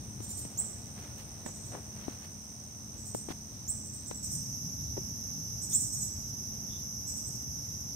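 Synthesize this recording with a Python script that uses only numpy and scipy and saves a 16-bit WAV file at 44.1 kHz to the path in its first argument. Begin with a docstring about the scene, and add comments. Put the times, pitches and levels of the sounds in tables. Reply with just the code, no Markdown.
"""A chorus of cicadas in garden trees, throbbing noise bands heard from one spot, then after an abrupt
cut from a second, louder spot. Small birds call over it: runs of thin two-voiced notes, three sharp
rising chips and two far buzzes, sung as swept sines and echoed by the trees. Shaped noise makes a low
rumble, a drone, open air and far crickets; wavering sines make a faint hum. The hand-held microphone
picks up soft knocks (decaying case modes), scuffs (grainy noise) and tiny ticks."""
import sys
import numpy as np
from scipy import signal
from scipy.fft import rfft, irfft, next_fast_len
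from scipy.io import wavfile
from scipy.ndimage import uniform_filter1d

SR = 44100
rng = np.random.default_rng(int(sys.argv[2]) if len(sys.argv) > 2 else 0)


def generate_wav(signal):
    """Clip the signal to [-1, 1] and save it as 16-bit WAV at the path in sys.argv[1]."""
    frames = np.transpose(np.atleast_2d(signal))
    scaled = np.clip(frames, -1, 1) * 32767
    pcm = np.round(scaled).astype(np.int16)
    wavfile.write(sys.argv[1], SR, pcm)


N = 350595
TIME = np.arange(N) / SR
CUT_S = 4.229  # cut to the second spot


def amp(db):
    """Decibels to gain."""
    return 10 ** (np.asarray(db) / 20)


def unit(x):
    """Scales to rms 1."""
    return x / np.sqrt(np.mean(x ** 2) + 1e-20)


def curve(rows):
    """Interpolates (time_s, value) points at every sample."""
    return np.interp(TIME, *np.transpose(rows))


def sine(hz):
    """Sine that follows a frequency track."""
    return np.sin(2 * np.pi * np.cumsum(hz) / SR)


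def filtered(x, order, cutoff_hz, kind="low"):
    """Butterworth filter, low-pass by default."""
    return signal.lfilter(*signal.butter(order, cutoff_hz, kind, fs=SR), x)


def pan(left_minus_right_db):
    """Left and right gains for a level difference, at constant power."""
    gains = amp(np.array([[.5], [-.5]]) * left_minus_right_db)
    return gains / np.sqrt(np.mean(gains ** 2, axis=0))


def add(mix, start_s, sound):
    """Mixes a stereo sound in at a time."""
    part = mix[:, max(round(start_s * SR), 0):][:, :sound.shape[1]]
    part += sound[:, :part.shape[1]]


def wander(rate_hz, size=N):
    """Smooth random drift of about rms 1, with a Gaussian roll-off set by the rate."""
    hz = np.fft.rfftfreq(N, 1 / SR)
    smooth = rfft(rng.standard_normal(N)) * np.exp(-(hz / rate_hz) ** 2)
    return unit(irfft(smooth, N))[:size]


def quiver(count, size):
    """Quick random unsteadiness of about rms 1, averaged over size samples."""
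    return unit(uniform_filter1d(rng.standard_normal(SR // 4), size))[:count]


def noise(spectrum, likeness):
    """Stereo noise of a given spectral shape and left-right correlation; its mid has rms 1."""
    size = next_fast_len(N)
    hz = np.fft.rfftfreq(size, 1 / SR) + 1  # +1 avoids log(0)
    points_hz, shape_db = np.transpose(spectrum)
    octaves_outside = abs(np.log2(hz / np.clip(hz, points_hz.min(), points_hz.max())))
    gain_db = np.interp(np.log(hz), np.log(points_hz), shape_db) - 60 * octaves_outside
    a, b = irfft(rfft(rng.standard_normal((2, size))) * amp(gain_db), size)[:, :N]
    pair = np.array([a, likeness * a + np.sqrt(1 - likeness ** 2) * b])
    return pair / pair.mean(0).std()


def rumble():
    """Distant rumble: nearly mono low noise with one lull."""
    # spectrum: pitch_hz, relative_density_db
    rumble_shape = [(22, -31), (34, -29), (42, -14), (58, -1), (80, 1.5), (120, 2), (160, -7), (240, -6),
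                    (340, -16), (500, -31.5)]
    # level: time_s, level_db
    rumble_level = [(0, -46), (.6, -49), (2.2, -51), (2.67, -55.5), (2.9, -48), (3.6, -48.5), (6.6, -47.5),
                    (7.95, -49.5)]
    return noise(rumble_shape, 0.99) * amp(curve(rumble_level) + 0.23 * wander(3.7)) * pan(3.9)


def drone_db():
    """Drone level: a quick rise at the cut, then an exponential easing to rest."""
    before_db, top_db, rest_db = -56.5, -42, -50.5
    rise_s, ease_s = .1, 1.66
    age_s = TIME - CUT_S
    eased_db = rest_db + (top_db - rest_db) * np.exp(-np.maximum(age_s, 0) / ease_s)
    return before_db + (eased_db - before_db) * np.clip(age_s / rise_s + .5, 0, 1)


def drone():
    """Low noise band, like far traffic, that swells and eases."""
    # spectrum: pitch_hz, relative_density_db
    drone_shape = [(70, -3), (100, -2), (125, 0.5), (165, -3), (215, -8.5), (290, -23)]
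    return noise(drone_shape, 0.91) * amp(drone_db() + 0.79 * wander(6.7)) * pan(2.8)


def open_air():
    """Wide airy noise, narrowed in the bass: long waves reach both ports alike."""
    # spectrum: pitch_hz, relative_density_db
    air_shape = [(150, 11), (400, 2), (750, 0), (1100, -6), (1600, -10), (2800, -12), (3900, -15.5),
                 (4600, -17.5), (7000, -29), (10000, -20.5), (15500, -17.5)]
    # level: time_s, level_db
    air_level = [(0, -57.5), (.45, -55.5), (2.1, -56), (2.5, -58.5), (7.95, -58.5)]
    air = noise(air_shape, 0.0074) * amp(curve(air_level) + .5 * wander(13)) * pan(1.0)
    side = filtered((air[0] - air[1]) / 2, 1, 500, "high")
    return air.mean(axis=0) + np.array([side, -side])


def hum():
    """Faint machine hum: sines wavering in pitch and level, with a set of levels for each spot."""
    # partials: pitch_hz, first_spot_db, second_spot_db
    partials = [(117.8, -57, -64), (214, -57.5, -58.5), (284.8, -70, -66.5)]
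    total = np.zeros(N)
    for pitch_hz, first_db, second_db in partials:
        tone = unit(sine(pitch_hz + 0.92 * wander(6.7)))
        level_db = np.where(TIME < CUT_S, first_db, second_db) + 1.45 * wander(4.8)
        total += tone * amp(level_db)
    return total * pan(2.9)


def background():
    """Far rumble and drone, open air and hum."""
    return rumble() + drone() + open_air() + hum()


def crickets():
    """Faint, far chirring: a noise band that comes and goes."""
    # spectrum: pitch_hz, relative_density_db
    cricket_shape = [(3500, -9), (3800, -4.5), (3980, -2.5), (4250, -8), (4600, -7.5)]
    return noise(cricket_shape, .02) * amp(-73 + 1.8 * wander(4.3))


def knock(t, pitch_hz, t60_s, lag_s):
    """Three short modes of the case, reaching the left port after the right."""
    age_s = np.maximum(t - np.array([[lag_s], [0]]), 0)
    modes = [(1, 0.5, 1), (1.5, -2, 0.52), (2.5, -4, 0.42)]  # pitch ratio, level_db, share of t60
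    body = 0
    for k, (ratio, mode_db, share) in enumerate(modes):
        decay = amp(mode_db - 60 * age_s / (share * t60_s))
        body = body + (-1) ** k * decay * np.sin(2 * np.pi * pitch_hz * ratio * age_s)
    return body


def knocks():
    """Dull knocks that travel through the case from port to port, each with a noisy tick."""
    # start_s, level_db, pitch_hz, t60_s, tick_db (relative), left_minus_right_db, left_lag_s
    knock_rows = [(.203, -30.5, 300, 0.027, -20, 6, 0.00073), (.45, -32.5, 280, 0.021, -11.5, 14, .0004),
                  (1.462, -23, 352, .015, -14.5, -3, .0012), (2.081, -21.5, 279, .024, -32, 31, .0003),
                  (3.147, -20, 370, 0.02, -24.5, 4, .0014), (3.286, -28, 313, 0.027, -26, 10, .0002),
                  (3.304, -25, 272, .02, -23, 8, 0.00073), (4.111, -25, 366, 0.016, -12.5, 4, 0.0014),
                  (4.969, -30.5, 328, 0.02, -17, -7, .0002), (4.976, -29.5, 371, .06, -18, 9, 0.00044)]
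    out, t = np.zeros((2, N)), np.arange(SR // 8) / SR
    for start_s, level_db, pitch_hz, t60_s, tick_db, side_db, lag_s in knock_rows:
        body = knock(t, pitch_hz, t60_s, lag_s)
        tick = filtered(rng.standard_normal((2, len(t))), 1, 900)
        tick = signal.lfilter(*signal.butter(1, 900, fs=SR), rng.standard_normal((2, len(t))))
        tick = tick * amp(tick_db + 10.5 - 60 * t / 0.043)
        add(out, start_s, amp(level_db) * (body + tick) * pan(side_db))
    return out


def scuffs():
    """Grainy rubbing: sparse strong grains over weak noise, with bass shared through the case."""
    # start_s, length_s, level_db, slope_db_per_octave, left_minus_right_db
    scuff_rows = [(0.581, .083, -56.5, -7.5, 11), (0.94, 0.21, -57, -2, 3), (1.174, 0.068, -55, 0, -8),
                  (1.45, 0.065, -52.5, -7, -8), (1.716, 0.099, -46, -9, 4), (1.939, 0.32, -57.5, -2.5, 5),
                  (2.21, 0.078, -56, -.5, 2), (3.286, .048, -47, -2, -3)]
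    out = np.zeros((2, N))
    hz = np.fft.rfftfreq(SR, 1 / SR) + 1
    shared = np.exp(-hz / 900)  # the case carries the low part to both ports
    for start_s, length_s, level_db, slope_db, side_db in scuff_rows:
        roughness = 0.12 + (rng.random((3, SR)) < .008)
        grains = rng.standard_normal((3, SR)) * roughness * amp(2.0 * wander(60, size=SR))
        grains = rfft(grains)
        colour = amp(slope_db * np.log2(np.hypot(1, hz / 450)))
        colour = colour / np.hypot(1, (220 / hz) ** 2) / np.hypot(1, hz / 5000)
        rub = irfft((grains[:2] * np.sqrt(1 - shared) + grains[2] * np.sqrt(shared)) * colour, SR)
        u = np.linspace(0, 1, int(length_s * SR))
        rub = unit(rub[:, :len(u)] * np.sqrt(u) * (1 - u))
        add(out, start_s, amp(level_db) * rub * pan(side_db))
    return out


def ticks():
    """Tiny dry ticks: fast-decaying, high-passed noise."""
    # start_s, level_db (before the high-pass)
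    tick_rows = [(.205, -47), (1.18, -46), (1.461, -44), (3.147, -36), (6.801, -39), (7.424, -40)]
    out, t = np.zeros((2, N)), np.arange(SR // 8) / SR
    for start_s, level_db in tick_rows:
        snap = rng.standard_normal((2, len(t))) * amp(level_db - 60 * t / 0.012)
        add(out, start_s, filtered(snap, 1, 4000, "high"))
    return out


def handling():
    """Sounds of the hand-held microphone."""
    return knocks() + scuffs() + ticks()


def trees(x, direct_db, near_db, tail_db, t60_s):
    """Direct sound, sparse echoes from ground and furniture, and a long, duller scatter from the trees."""
    t = np.arange(SR) / SR
    signs = rng.choice([-1., 1.], (2, SR))
    # random echoes at 700 and 2500 per second
    near = signs * (rng.random((2, SR)) < 700 / SR) * amp(-60 * t / 0.09) * (t > .001)
    tail = signs * (rng.random((2, SR)) < 2500 / SR) * amp(-60 * t / t60_s) * (1 - np.exp(-t / 0.016))
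    near, tail = (h / np.linalg.norm(h, axis=1, keepdims=True) for h in (near, tail))
    echo = amp(near_db) * near + amp(tail_db) * filtered(tail, 1, 12000)
    echo[0, 1] += amp(direct_db)  # the right port is reached first
    echo[1, 0] += amp(direct_db)
    return signal.fftconvolve(x, echo, axes=1)[:, :N]


def note(length_s, upper_hz, lower_hz, level_db, rasp_db):
    """Both sides of the syrinx sing an arch; their coupling adds sum and difference tones, and some rasp."""
    growth_db_per_db, even_db = 0.28, -22  # louder notes gain overtones; no change at even_db
    u = np.linspace(0, 1, int(length_s * SR))
    arch = 1 - 0.135 * (u - .65) ** 2
    high, low = (2 * np.pi * np.cumsum(hz * arch * (1 + 0.0098 * quiver(len(u), size=20))) / SR
                 for hz in (upper_hz, lower_hz))
    voices = np.sin(high) + amp(-7.0) * np.sin(low)
    coupled = amp(-16) * np.sin(high + low) + amp(-21) * np.sin(2 * low)
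    coupled += amp(-16.5) * np.sin(2 * high - low) + amp(-12) * np.sin(3 * low - high)
    rasp = unit(filtered(quiver(len(u), size=2), 3, 6000, "high"))
    sung = voices + coupled * amp(growth_db_per_db * (level_db - even_db))
    sound = sung * (1 + 0.2 * quiver(len(u), size=70)) + amp(rasp_db) * rasp
    return amp(level_db) * unit(sound * signal.windows.tukey(len(u), .5))


def run_of_notes(start_s, notes, gap_s, first_hz, last_hz, lower_hz, first_db, last_db, rasp_db):
    """Like notes that slow down while pitch and level settle; yields each one's time and sound."""
    length_s, slowing, settling = 0.0452, 1.2, .35  # most change comes after the first note
    scatter_s, scatter_hz = 0.0036, 60
    for k, u in enumerate(np.linspace(0, 1, notes) ** settling):
        longer, higher = rng.uniform(-1, 1, 2)
        yield start_s, note(length_s + scatter_s * longer, first_hz + u * (last_hz - first_hz),
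                            lower_hz + scatter_hz * higher, first_db + u * (last_db - first_db), rasp_db)
        start_s += gap_s * slowing ** k


def chip(length_s, start_hz, end_hz, level_db, octave_db):
    """Upward sweep that levels off as it grows loud and ends in a flick, with a trace of its octave."""
    u = np.linspace(0, 1, int(length_s * SR))
    flick = .09 * u ** 12
    sweep_hz = start_hz + (end_hz - start_hz) * u ** .47
    hz = sweep_hz * (1 + flick + 0.0087 * u * quiver(len(u), size=25))
    phase = 2 * np.pi * np.cumsum(hz) / SR
    effort = np.interp(u, [0, .05, .35, .55, .8, 1], [0.2, 0.25, 0.59, 0.78, 0.99, 0.14])
    octave = amp(octave_db) * np.sin(2 * phase) * signal.windows.tukey(len(u), .3) * (1 - u)
    return amp(level_db) * unit(effort * np.sin(phase) + octave)


def buzz(length_s, pitch_hz, level_db):
    """Soft buzzy call: a sine with fast random unsteadiness of pitch and level."""
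    count = int(length_s * SR)
    tone = sine(pitch_hz * (1 + 0.05 * quiver(count, size=35)))
    rough = tone * (1 + 0.96 * quiver(count, size=150))
    return amp(level_db) * unit(rough * np.hanning(count))


def birds():
    """Three birds at different distances, each with its own balance of direct sound and echo."""
    # start_s, notes, first_gap_s, upper_first_hz, upper_last_hz, lower_hz, first_db, last_db, rasp_db
    run_rows = [(.213, 3, .068, 8450, 8330, 7170, -44, -38, -11),
                (1.447, 3, 0.09, 8030, 8250, 6890, -43.5, -47.5, -19),
                (2.97, 3, 0.077, 8000, 8370, 7100, -49, -40, -17),
                (3.841, 2, .086, 8160, 8190, 7360, -45.5, -43, -17),
                (4.058, 2, 0.083, 8120, 8000, 7320, -42.5, -43, -20),
                (4.222, 2, .086, 8130, 8360, 7110, -38, -34.5, -29),
                (5.611, 3, .08, 8110, 8470, 6920, -37.5, -33.5, -28),
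                (5.919, 2, 0.082, 8260, 7850, 6830, -34, -33, -33),
                (7.064, 3, 0.084, 8000, 8160, 7000, -39, -42, -22)]
    # start_s, length_s, start_hz, end_hz (before the flick), level_db, octave_db
    chip_rows = [(0.573, 0.036, 5900, 8390, -25.5, -14), (3.676, 0.037, 5910, 8430, -27.5, -14),
                 (5.728, .04, 5400, 8340, -20.5, -15)]
    # start_s, length_s, pitch_hz, level_db
    buzz_rows = [(5.689, .1, 3610, -57.5), (6.674, .12, 3520, -57)]
    thin, sharp, far = np.zeros((3, 2, N))
    for row in run_rows:
        for start_s, sound in run_of_notes(*row):
            add(thin, start_s, sound * pan(-4.0))
    for start_s, *shape in chip_rows:
        add(sharp, start_s, chip(*shape) * pan(-5.0))
    for start_s, *shape in buzz_rows:
        add(far, start_s, buzz(*shape) * pan(7))
    return (trees(thin, direct_db=-6.5, near_db=-4.0, tail_db=-2.0, t60_s=0.44)
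            + trees(sharp, direct_db=-7.5, near_db=-7, tail_db=-8, t60_s=0.6)
            + trees(far, direct_db=-5.5, near_db=-18, tail_db=-6.5, t60_s=0.3))


def throb(rate_hz, depth, drift):
    """Loudness ripple of an insect's slightly uneven pulse train, at rms 1."""
    turns = np.cumsum(rate_hz * (1 + drift * wander(2.74))) / SR
    return unit(1 + depth * np.cos(2 * np.pi * turns))


def cicadas():
    """Many drumming tymbals merge into a band and its octave; the nearest ones show their pulses."""
    # spectra at the first and second spot, and of a higher, thinner trill: pitch_hz, relative_density_db
    soft_shape = [(4400, -38.5), (5000, -16.5), (5450, -6), (6050, 1.5), (6400, -5), (6900, -28.5),
                  (7600, -29), (9500, -54), (10500, -28.5), (11700, -17), (12600, -24), (13400, -32)]
    loud_shape = [(4500, -41), (4950, -20), (5350, -6), (5900, 1), (6250, -1.5), (6850, -22), (7500, -30),
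                  (8300, -35), (9700, -50), (10900, -20.5), (11750, -13), (12400, -19.5), (13400, -39)]
    trill_shape = [(7200, -47), (7900, -8.5), (8350, -8), (8650, 2), (9050, -5.5), (9450, -23)]
    soft_db, build_db_per_s, loud_db = -52.5, 0.58, -43.5
    trill_first_db, fade_db_per_s, trill_second_db = -59, 0.83, -66

    soft = noise(soft_shape, .02) * amp(soft_db + build_db_per_s * TIME + 0.14 * wander(14)) * pan(-3.0)
    soft *= throb(81.8, depth=.23, drift=.005) * throb(163, depth=.12, drift=.008)
    loud = noise(loud_shape, .02) * amp(loud_db + .5 * wander(21)) * pan(-3.5)
    loud *= throb(183, depth=0.081, drift=0.0194)
    trill = noise(trill_shape, .02) * throb(82, depth=0.11, drift=0.03)
    first_spot = soft + trill * amp(trill_first_db - fade_db_per_s * TIME) * pan(-4.0)
    second_spot = loud + trill * amp(trill_second_db) * pan(-2.7)
    return np.where(TIME < CUT_S, first_spot, second_spot)


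def scene():
    """The whole garden."""
    return background() + crickets() + handling() + birds() + cicadas()


def record(dry):
    """The recorder's band limit: a steep linear-phase low-pass."""
    edge_hz = 15760
    lowpass = signal.firwin(1023, edge_hz, window=("kaiser", 9), fs=SR)
    return signal.oaconvolve(dry, lowpass[None], "same")


dry = scene()
out = record(dry)
generate_wav(out)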